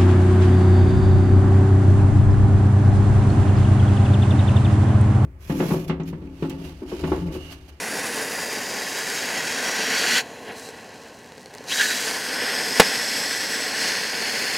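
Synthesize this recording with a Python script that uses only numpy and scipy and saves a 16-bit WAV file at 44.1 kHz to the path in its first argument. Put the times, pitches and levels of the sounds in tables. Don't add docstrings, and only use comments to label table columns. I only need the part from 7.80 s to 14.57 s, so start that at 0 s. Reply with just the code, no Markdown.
import sys
import numpy as np
from scipy import signal
from scipy.fft import rfft, irfft
from scipy.io import wavfile
from scipy.ndimage import uniform_filter1d

SR = 44100
rng = np.random.default_rng(int(sys.argv[2]) if len(sys.argv) > 2 else 0)


def unload_audio(sound):
    columns = np.transpose(np.atleast_2d(sound))
    steps = np.round(np.clip(columns, -1, 1) * 32767)
    wavfile.write(sys.argv[1], SR, steps.astype(np.int16))


N = 298557

# pitch_hz, level_db
YARD_TONE = [(20, -39), (55, -4), (110, 4.5), (300, 1.5), (1000, -23), (16000, -55)]
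SIZZLE_TONE = [(100, -13.5), (450, 11), (1200, -6), (1800, 1.5), (3300, -5), (4300, 1.5), (8000, -2),
               (16000, -16)]
POP_TONE = [(20, -28), (70, -11), (130, -5), (230, 5.5), (310, -2), (450, 2.5), (600, 0.5), (800, 2),
            (1100, -6), (1900, -1), (3000, -7.5), (5200, -9.5), (9000, -15), (16000, -31)]
ROAR_TONE = [(20, -38), (40, -51), (70, -17.5), (120, -14.5), (190, -2), (450, 0), (700, -1), (1080, -4.5),
             (1280, -11), (2000, -25), (5000, -49), (16000, -60)]
RING_TONE = [(300, -47), (1150, -11), (1320, -12.5), (1480, 0), (2000, -1), (2250, -4), (3150, -6),
             (3700, -10), (6000, -32), (16000, -50)]
HISS_TONE = [(500, -32.5), (2500, -3.5), (3400, -6.5), (4000, 1), (5500, -0.5), (6700, -1), (8500, -6.5),
             (10500, -9), (13000, -14), (16000, -21.5)]
# pitch_hz, width_hz, boost_db
PIPE_PEAKS = [(262, 58, 3), (348, 65, -3), (455, 90, 3.5), (650, 41, -1), (758, 54, 3), (902, 61, 3),
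              (1086, 35, 4.5), (1160, 100, -2.5), (1630, 49, 2), (1748, 62, 4.5), (1935, 73, 5),
              (2270, 60, -8), (2255, 51, 6.5), (2450, 25, -4), (2675, 47, 2.5), (2910, 77, 2),
              (3020, 63, -6), (3360, 36, 2), (3950, 43, -1.5), (4324, 31, 5.5), (5102, 36, -0.5),
              (7680, 90, 1.5)]
# start_s, peak_db, dullness (0-1)
LOUD_SPITS = [(1.896, -14, 0.64), (2.797, -25, 0), (2.889, -24, .1), (3.580, -29.5, .5),
              (3.6592, -27.5, .15), (3.737, -29, .75), (3.741, -30, .3), (3.750, -25.5, .35),
              (3.757, -28, 0.92), (3.7831, -26.5, 0.5), (3.807, -29.5, 1), (3.841, -29, .4),
              (4.3116, -9, .65)]
# time_s, level_db
FLAME_LEVELS = [(0, -34.5), (0.35, -32.5), (1.12, -36.5), (1.9, -32.5), (2.39, -31.5), (2.425, -40.5),
                (2.9, -41.5), (3.6, -48.5), (3.78, -47.0), (3.93, -38.5), (4.28, -35.0), (4.42, -37),
                (4.7, -33), (5.06, -33.5), (5.25, -35.5), (6.77, -35.5)]
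# peak_time_s, ring_db, rise_and_fall_s
FLAME_FLARES = [(2.36, -26, .03), (2.7, -36.5, .032), (3.921, -21.5, .012), (4.01, -15.5, 0.02),
                (4.058, -24, 0.01), (4.108, -21.5, 0.0089)]
# time_s, ring_db, hiss_db (before JET_HISS_BOOST_DB)
FIRST_JET = [(0, -34, -35.0), (0.2, -33, -33), (0.58, -34, -34), (0.95, -35, -34.5), (1.36, -30.5, -30.5),
             (1.5, -31, -33.5), (2.07, -27.0, -29.0), (2.29, -23.5, -25), (2.37, -20.5, -22.0)]
SECOND_JET = [(3.92, -34, -25.5), (3.99, -26, -24), (4.24, -31.5, -29.0), (4.42, -32.5, -33.5),
              (4.72, -26.5, -29.5), (4.9, -31.5, -29.0), (5.0, -25.5, -26.5), (5.3, -30.5, -27.5),
              (5.92, -30, -30.0), (6.05, -26, -26.5), (6.24, -30.5, -31.0), (6.77, -28.5, -28.5)]
# start_pitch_hz, drift_hz_per_s, width_hz, boost_db
FIRST_KERF = [(4950, -210, 340, 6), (4000, 170, 500, -3), (7000, 50, 600, 1.5), (8150, -40, 600, -2.5),
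              (13450, -250, 750, 4.5)]
SECOND_KERF = [(5230, -35, 490, 9), (4750, -70, 570, 2.5), (7150, 0, 450, -6.5), (8600, -420, 700, 6),
               (11500, 0, 630, 7)]
# oxygen_on_s, oxygen_off_s, jet table, kerf table
CUTS = [(-.06, 2.381, FIRST_JET, FIRST_KERF), (3.92, 7, SECOND_JET, SECOND_KERF)]
# time_s, progress (0-1)
TORCH_PATH = [(0, 0), (2.4, 0.64), (3.8, 0.5), (4.6, 0.72), (6.77, 0.98)]
# first_hz, last_hz, width_hz, first_db, last_db
MOUTH_SHADOWS = [(3350, 3870, 234, -7.5, -6), (2950, 2800, 420, -4, 0), (4000, 4450, 550, -6, 3.5)]
# time_s, treble_boost_db
SPRAY_BRIGHTNESS = [(0, 2.5), (.55, 3), (.85, 0.5), (2.3, -1), (2.8, 3), (3.1, -3.5), (3.85, -1.5),
                    (4.15, 0.5), (4.45, 0.5), (5.3, -1.5), (5.7, 1), (6.05, -1), (6.77, 1)]
# start_s, length_s, first_hz, last_hz, width_hz, boost_db
EDGE_WHISTLES = [(-.2, .85, 9800, 10400, 1300, 5), (1.7, .45, 5870, 5660, 400, 6),
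                 (2.02, 0.42, 3000, 3200, 600, 4), (2.05, .45, 4580, 4400, 340, 5),
                 (2.41, .22, 6800, 6950, 420, 8.5), (2.72, .22, 4250, 4150, 450, 4),
                 (2.75, .18, 8050, 8000, 700, 8), (3.87, .33, 3880, 3900, 380, 7),
                 (3.898, 0.037, 2500, 3700, 700, 14), (3.95, .15, 1720, 1630, 340, 10),
                 (3.97, .062, 3240, 2950, 650, 8)]
# pitch_hz, width_hz, boost_db
HOLLOW_PEAKS = [(1260, 260, -3.5), (1720, 550, 2), (2800, 800, 3), (3550, 250, -1), (4050, 380, 4),
                (8000, 1500, -2)]

PIERCE_S = 0.51
JET_HISS_BOOST_DB = .4
TIME = np.arange(N) / SR
FRAME = 2048
HZ = np.arange(FRAME // 2 + 1)[:, None] * SR / FRAME
FRAME_S = np.arange(0, N + FRAME // 4, FRAME // 4) / SR


def undb(db):
    return 10 ** (np.asarray(db) / 20)


def unit(x):
    return x / np.sqrt(np.mean(x ** 2))


def curves(table, times=TIME):
    time_s, *columns = np.transpose(table)
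    return [np.interp(times, time_s, column) for column in columns]


def bell(hz, centre, width):
    return .5 ** ((2 * (hz - centre) / width) ** 2)


def ramp(s, length_s):
    return np.clip(.5 + s / length_s, 0, 1)


def held(start, end, rise_s, fall_s):
    early, late = np.maximum(start - TIME, 0), np.maximum(TIME - end, 0)
    return np.exp(-(early / rise_s) ** 2 - (late / fall_s) ** 2)


def wander(per_s):
    step = max(int(SR / per_s), 1)
    steps = np.repeat(rng.standard_normal(N // step + 1), step)
    return unit(uniform_filter1d(steps, step)[:N])


def tone_db(tone, hz=HZ):
    pitch_hz, level_db = np.transpose(tone)
    broad = np.interp(np.log(hz + 1), np.log(pitch_hz), level_db)
    return broad + sum(boost * bell(hz, centre, width) for centre, width, boost in PIPE_PEAKS)


def apply_tone(x, tone):
    cepstrum = irfft(np.log(undb(tone_db(tone, HZ[:, 0]))))
    cepstrum[1:FRAME // 2] *= 2
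    cepstrum[FRAME // 2 + 1:] = 0
    response = unit(irfft(np.exp(rfft(cepstrum)))) / np.sqrt(FRAME)
    return signal.fftconvolve(x, response)[:len(x)]


def yard(level_db=-54):
    return undb(level_db) * unit(apply_tone(rng.standard_normal(N), YARD_TONE))


def oxygen_flow(on_s, off_s):
    return held(on_s, off_s, rise_s=.032, fall_s=.026)


def fizz():
    return held(start=2.772, end=2.89, rise_s=.024, fall_s=.024)


def slag_gain(idle_db=-54.5, fizz_db=-49, cutting_db=-38.8, fade_db_per_s=3.1, sputter_db=1.7):
    gain = np.hypot(undb(idle_db), fizz() * undb(fizz_db))
    for on_s, off_s, _, _ in CUTS:
        through_s = TIME - on_s - PIERCE_S
        cutting = ramp(through_s, 2 * PIERCE_S) * oxygen_flow(on_s, off_s)
        gain = np.hypot(gain, cutting * undb(cutting_db - fade_db_per_s * through_s))
    return gain * undb(sputter_db * wander(12))


def slag_sizzle(per_s=900, spread_db=3.5):
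    chance, size, sign = rng.random(N), rng.exponential(size=N), rng.choice([-1, 1], N)
    clicks = (chance < per_s / SR) * sign * undb(spread_db * np.minimum(size, 4.5))
    return unit(apply_tone(clicks, SIZZLE_TONE)) * slag_gain()


def weak_spits(count=6, hot_at_s=3.8, build_s=.22, peak_db=-34.5, spread_db=5):
    rows = []
    for k, (when, size, dullness) in enumerate(rng.random((count, 3))):
        start_s = hot_at_s + build_s * np.log((k + when) / count + .01)
        rows.append((start_s, peak_db + spread_db * (2 * size - 1), dullness ** .5))
    return rows


def steel_spits(splash_s=0.0008):
    out, t = np.zeros(N), TIME[:FRAME]
    for start_s, peak_db, dullness in LOUD_SPITS + weak_spits():
        burst = (t == 0) + rng.standard_normal(FRAME) * np.exp(-t / splash_s)
        dulled = signal.lfilter([1], [1, -np.clip(dullness, 0, .97)], burst)
        snap = apply_tone(dulled, SIZZLE_TONE)
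        out[int(start_s * SR):][:FRAME] += undb(peak_db) * snap / np.abs(snap).max()
    return out


def backfire(start_s=4.9978, gain_db=-0.5, push_s=0.00044, rattle_s=0.0051, echo_s=0.022, tail_s=0.05):
    t = np.maximum(TIME - start_s, 0)
    blast = undb(8) * np.sin(np.pi * np.sqrt(np.minimum(t / push_s, 4)))
    blast = signal.sosfilt(signal.butter(1, 125, "high", fs=SR, output="sos"), blast)
    rattle = (t > 0) * np.exp(-t / rattle_s) * (1 - np.exp(-t / 0.00085)) * undb(7.5)
    echo = np.exp(-np.abs(t - echo_s) / 0.00099) * undb(-15)
    tail = (t > 0) * np.exp(-t / tail_s) * undb(-27)
    noise = rng.standard_normal(N) * (rattle + echo + tail)
    return undb(gain_db) * (blast + apply_tone(noise, POP_TONE))


def reflections_db(count=12, depth_db=0.85):
    delays_s, drifts = rng.uniform(.0007, .01, count), 8e-5 * rng.standard_normal(count)
    return sum(depth_db * np.cos(2 * np.pi * HZ * (delay_s + drift * FRAME_S))
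               for delay_s, drift in zip(delays_s, drifts))


def shadows_db():
    progress, = curves(TORCH_PATH, FRAME_S)
    out = 0
    for first_hz, last_hz, width_hz, first_db, last_db in MOUTH_SHADOWS:
        pitch_hz = first_hz + progress * (last_hz - first_hz)
        out += (first_db + progress * (last_db - first_db)) * bell(HZ, pitch_hz, width_hz)
    return out


def hollow_db():
    off_s, on_again_s = CUTS[0][1], CUTS[1][0]
    paused = ramp(np.minimum(FRAME_S - off_s, on_again_s - FRAME_S), .08)
    return paused * sum(boost * bell(HZ, centre, width) for centre, width, boost in HOLLOW_PEAKS)


def whistles_db():
    out = 0
    for start_s, length_s, first_hz, last_hz, width_hz, boost_db in EDGE_WHISTLES:
        age_s = FRAME_S - start_s
        fade = ramp(np.minimum(age_s, length_s - age_s), length_s / 2)
        pitch_hz = np.interp(age_s, [0, length_s], [first_hz, last_hz])
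        out += boost_db * fade * bell(HZ, pitch_hz, width_hz)
    return out


def kerf_db(grow_s=0.24, life_at_10khz_s=1.78, fade_s=0.42):
    out = 0
    for on_s, off_s, _, peaks in CUTS:
        age_s = FRAME_S - on_s
        formed = ramp(age_s - PIERCE_S, grow_s) * (FRAME_S < off_s + .05)
        for pitch_hz, drift_hz_per_s, width_hz, boost_db in peaks:
            alive = ramp(life_at_10khz_s * 10000 / pitch_hz - age_s, fade_s)
            out += boost_db * formed * alive * bell(HZ, pitch_hz + drift_hz_per_s * age_s, width_hz)
    return out


def rushing_gas(shape_db, flutter_db, grain_db=1.0):
    swirls = unit(rng.standard_normal(N) * undb(flutter_db * wander(45) + grain_db * wander(600)))
    slicing = dict(nperseg=FRAME, noverlap=FRAME - FRAME // 4)
    slices = signal.stft(swirls, **slicing)[2]
    gain = undb(shape_db)
    gain /= np.sqrt(np.mean(gain ** 2, axis=0))
    return signal.istft(slices * gain, **slicing)[1][:N]


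def torch_gains(ring_vs_roar_db=-4.6, hiss_vs_roar_db=-8, fizz_db=-45, flare_roar_db=-36.5):
    roar = undb(curves(FLAME_LEVELS)[0])
    ring = roar * undb(ring_vs_roar_db)
    hiss = np.hypot(roar * undb(hiss_vs_roar_db), fizz() * undb(fizz_db))
    for on_s, off_s, jet, _ in CUTS:
        flow = oxygen_flow(on_s, off_s)
        ring_db, hiss_db = curves(jet)
        ring = np.hypot(ring, flow * undb(ring_db))
        hiss = np.hypot(hiss, flow * undb(hiss_db + JET_HISS_BOOST_DB))
    for peak_time_s, ring_db, rise_and_fall_s in FLAME_FLARES:
        flare = np.exp(-np.abs(TIME - peak_time_s) / rise_and_fall_s)
        roar = np.hypot(roar, flare * undb(flare_roar_db))
        ring = np.hypot(ring, flare * undb(ring_db))
    return roar, ring, hiss


def torch():
    roar_gain, ring_gain, hiss_gain = torch_gains()
    peaks_db = kerf_db() + shadows_db() + hollow_db() + whistles_db()
    ripple_db = reflections_db()
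    spray_db = curves(SPRAY_BRIGHTNESS, FRAME_S)[0] * np.clip((HZ - 7000) / 3000, 0, 1)
    roar = roar_gain * rushing_gas(tone_db(ROAR_TONE) + hollow_db(), flutter_db=0.5)
    ring = ring_gain * rushing_gas(tone_db(RING_TONE) + peaks_db + ripple_db / 2, flutter_db=0.46)
    hiss = hiss_gain * rushing_gas(tone_db(HISS_TONE) + peaks_db + spray_db + ripple_db, flutter_db=0.43)
    sputter = undb(.5 * wander(30) + 0.29 * wander(200))
    return (roar + ring + hiss) * sputter


def scene():
    return np.tile(torch() + slag_sizzle() + steel_spits() + backfire() + yard(), (2, 1))


def record(dry, limit=.93, top_hz=15800):
    treble_cut = signal.ellip(10, .1, 85, top_hz, fs=SR, output="sos")
    return signal.sosfilt(treble_cut, np.clip(dry, -limit, limit))


dry = scene()
out = record(dry)
unload_audio(out)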